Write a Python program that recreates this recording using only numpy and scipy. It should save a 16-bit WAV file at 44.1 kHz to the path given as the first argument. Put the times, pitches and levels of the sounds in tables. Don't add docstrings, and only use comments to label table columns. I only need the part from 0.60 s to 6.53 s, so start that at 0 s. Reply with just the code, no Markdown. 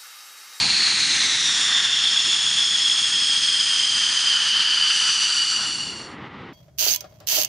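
import sys
import numpy as np
from scipy import signal
from scipy.fft import rfft, irfft, next_fast_len
from scipy.io import wavfile

SR = 44100
rng = np.random.default_rng(int(sys.argv[2]) if len(sys.argv) > 2 else 0)


def unload_audio(sound):
    columns = np.transpose(np.atleast_2d(sound))
    steps = np.round(np.clip(columns, -1, 1) * 32767)
    wavfile.write(sys.argv[1], SR, steps.astype(np.int16))


N = 261563
TIME = np.arange(N) / SR


def gain(db):
    return 10 ** (np.asarray(db) / 20)


def curves(table):
    times, *columns = np.transpose(table)
    return [np.interp(TIME, times, column) for column in columns]


def ease(start_s, end_s):
    progress = np.clip((TIME - start_s) / (end_s - start_s), 0, 1)
    return progress * progress * (3 - 2 * progress)


def unit(x):
    return x / np.sqrt(np.mean(x ** 2))


def drift(rate_hz):
    size = next_fast_len(N, real=True)
    hz = np.arange(size // 2 + 1) * SR / size
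    shape = hz / (hz + rate_hz / 4) / (1 + (hz / rate_hz) ** 2)
    return unit(irfft(rfft(rng.standard_normal(size)) * shape, size)[:N])


def noise(spectrum):
    hz = np.arange(1, N // 2 + 2) * SR / N
    points, db = np.transpose(spectrum)
    shape = gain(np.interp(np.log(hz), np.log(points), db))
    ends = np.minimum(hz / points[0], 1) * np.minimum(points[-1] / hz, 1) ** 4
    return unit(irfft(rfft(rng.standard_normal(N)) * shape * ends, N))


def smeared_tone(hz, width_hz, size=32, count=65536):
    offset = np.arange(count // 2 + 1) * size / count
    swirls = irfft(rfft(rng.standard_normal((2, count))) * (1 + offset ** 2) ** -.75, count)
    passed = np.cumsum(width_hz * np.ones(N)) * size / SR
    real, imag = (np.interp(passed % count, np.arange(count), row) for row in swirls)
    phase = 2 * np.pi * np.cumsum(hz * np.ones(N)) / SR
    return unit(real * np.cos(phase) + imag * np.sin(phase))


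# (frequency [Hz], relative level [dB])
AIRPORT_SPECTRUM = [(25, -34), (60, -15), (105, -7.5), (165, -5.5), (230, -5.5), (340, -7.5), (460, -12.5),
                    (600, -18), (950, -12.5), (1250, -12.5), (1600, -18), (2050, -13.5), (2350, -22.5),
                    (2900, -20.5), (5000, -36), (7000, -51.5)]


def airport(start_s=4.53, full_s=5.655, full_db=-38, ebb_db_per_s=10):
    ebb_db = ebb_db_per_s * np.maximum(TIME - full_s, 0)
    return noise(AIRPORT_SPECTRUM) * gain(full_db - ebb_db + 1.2 * drift(10)) * ease(start_s, full_s)


def throttle():
    return 1 - ease(.17, 1.2)


def slowing():
    return 4 * throttle() * (1 - throttle())


IDLE_HZ = 3000


def fan_hz(coast_hz=3701, fall_hz_per_s=154, throttle_hz=690):
    return coast_hz - fall_hz_per_s * TIME + throttle_hz * throttle()


def level_db(idle, octave, opened, slowed, near, turned):
    engine = octave * np.log2(fan_hz() / IDLE_HZ) + opened * throttle() + slowed * slowing()
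    return idle + engine + near * ease(2.74, 4.02) + turned * ease(4.37, 4.8)


# (time [s], first stage's octave [dB], higher overtones [dB])
BEAM_BOOSTS = [(.2, -8, -16), (.45, -1, -10), (.75, -0.5, -10), (1.0, 3, 1), (1.35, -2.5, -8),
               (1.7, 2, -0.5), (2.9, -2, 4.5), (3.6, 1, 1), (4.08, -7, -13), (4.42, 4, 4), (5.3, 5, 9)]


def beams():
    return curves(BEAM_BOOSTS)


def shimmer(sound, split_hz=7300):
    _, high_db = beams()
    treble = signal.sosfiltfilt(signal.butter(4, split_hz, "high", fs=SR, output="sos"), sound)
    wavering = treble * gain(.2 * high_db + .5 * drift(5.8))
    return (sound - treble + wavering) * gain(.5 * drift(11))


# (frequency [Hz], relative level [dB])
RUMBLE_SPECTRUM = [(50.0, -15.5), (80, -5.5), (105, -2.5), (170.0, -0.5), (300.0, -2.5), (420.0, -7),
                   (550.0, -17), (900.0, -36)]


def exhaust_rumble():
    db = level_db(idle=-53, octave=17.5, opened=-2, slowed=2.5, near=.1, turned=0)
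    return noise(RUMBLE_SPECTRUM) * gain(db + .56 * drift(9.9))


# (frequency [Hz], relative level [dB])
ROAR_SPECTRUM = [(300.0, -23.5), (550.0, -29.5), (750.0, -12), (1000.0, -10.5), (1400.0, -7.5),
                 (1850.0, 0.5), (2250.0, -6.5), (2750.0, -12), (4000.0, -7.5), (8000.0, -31.5)]


def jet_roar():
    db = level_db(idle=-37.5, octave=15, opened=-1, slowed=0, near=2, turned=-2.5)
    return noise(ROAR_SPECTRUM) * gain(db + 1.7 * drift(23))


# (frequency [Hz], relative level [dB])
RUSH_SPECTRUM = [(1200, -43.5), (2400, -7.5), (3000, -8.5), (3500, -0.5), (3780, -8.5), (4150, -3),
                 (4500, -3.5), (5500, -5), (6600, -12), (7600, -9), (8400, -11.5), (9200, -11.5),
                 (10000, -16.5), (10800, -26)]


def intake_rush():
    db = level_db(idle=-28.5, octave=1.5, opened=4, slowed=1.7, near=2, turned=-3)
    _, high_db = beams()
    return noise(RUSH_SPECTRUM) * gain(db + .11 * high_db + .59 * drift(26))


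# (frequency [Hz], relative level [dB])
HOWL_SPECTRUM = [(650, -20.5), (900, -12.5), (1150, -4.5), (1400, 1), (1700, -3.5), (2100, -17),
                 (3000, -2.5)]


def duct_howl():
    db = level_db(idle=-41, octave=-1.5, opened=-3.5, slowed=1.5, near=7, turned=-.5)
    return noise(HOWL_SPECTRUM) * gain(db + 2 * drift(18))


# (peak time [s], half length [s], pitch [Hz], width [Hz], level [dB])
SWELL_EVENTS = [(.03, .12, 160.8, 44.8, -37.5), (0.02, 0.12, 874, 129.2, -38),
                (.65, 0.26, 1996, 200.9, -32), (1.16, 0.24, 1800, 229.6, -31.5),
                (1.1, 0.15, 1190, 149.5, -41), (1.685, 0.022, 340, 80, -44),
                (2.556, 0.071, 199, 54.8, -49.5), (3.374, 0.035, 210.4, 70.1, -49.5),
                (5.03, 0.069, 1356, 249.4, -34.5)]


def swells():
    return sum(smeared_tone(hz, width) * gain(db) * np.exp(-((TIME - peak) / half) ** 2)
               for peak, half, hz, width, db in SWELL_EVENTS)


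# (pitch [Hz], width [Hz], level [dB])
COMPRESSOR_TONES = [(4384, 130, -37), (5990, 50, -44), (2790, 120, -37.5), (6650, 130, -42.5)]


def compressors():
    return sum(smeared_tone(hz, width) * gain(db + 2 * drift(.57)) for hz, width, db in COMPRESSOR_TONES)


# (time [s], speed gap [fraction])
SPEED_GAP = [(0, .043), (.75, 0.079), (2.3, .018), (2.9, .014), (4.0, .04), (4.9, .018)]


def twin_tone(multiple, spread, db, twin_db=-2.5, rough_gap=.065):
    blade_hz = fan_hz()
    gap, = curves(SPEED_GAP)
    hz = blade_hz * multiple
    smear = .027 * (blade_hz / IDLE_HZ) ** 1.3 * (1 + .25 * slowing())
    width = hz * smear * spread
    calm = np.clip(1 - gap / rough_gap, 0, 1)
    lead = smeared_tone(hz, width) + calm * gain(-3.5) * smeared_tone(hz, .32 * width)
    twin = gain(twin_db) * smeared_tone(hz * (1 - gap), width)
    return unit(lead + twin) * gain(db + .63 * drift(16))


# (first-stage multiple [count], second-stage multiple [count], boost [dB], smear [factor])
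FAN_TONES = [ (1, 0, 0.5, .9), (0, 1, 1.5, .85), (2, 0, -10, 0.94), (1, 1, -16.5, .7), (0, 2, -25.5, .9), ]


def fans(blade_ratio=1.563):
    octave_db, high_db = beams()
    first_db = level_db(idle=-22.5, octave=1.5, opened=-.4, slowed=-3.2, near=-.24, turned=-2.5)
    first_db -= .12 * high_db
    second_db = level_db(idle=-29.5, octave=-1.5, opened=-2.5, slowed=3.5, near=2, turned=.8)
    second_db += .15 * high_db
    difference_db = level_db(idle=-48.5, octave=20, opened=5.5, slowed=1.5, near=9.5, turned=-20)
    whine = twin_tone(blade_ratio - 1, spread=2.05, db=difference_db)
    for first, second, boost_db, spread in FAN_TONES:
        db = (first * first_db + second * second_db) / (first + second)
        if first + second > 1:
            db += high_db if second else octave_db
        whine += twin_tone(first + second * blade_ratio, spread, db + boost_db)
    return whine


def scene():
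    jet = fans() + compressors() + exhaust_rumble() + jet_roar() + intake_rush() + duct_howl() + swells()
    fade_out = 1 - ease(4.683, 5.612)
    mono = shimmer(jet) * fade_out + airport()
    return np.array([mono, mono])


def record(dry, dip_hz=7930, top_hz=10700):
    dipped = dry - .52 * signal.lfilter(*signal.iirpeak(dip_hz, 22, fs=SR), dry)
    return signal.sosfilt(signal.ellip(12, .2, 90, top_hz, fs=SR, output="sos"), dipped)


dry = scene()
out = record(dry)
unload_audio(out)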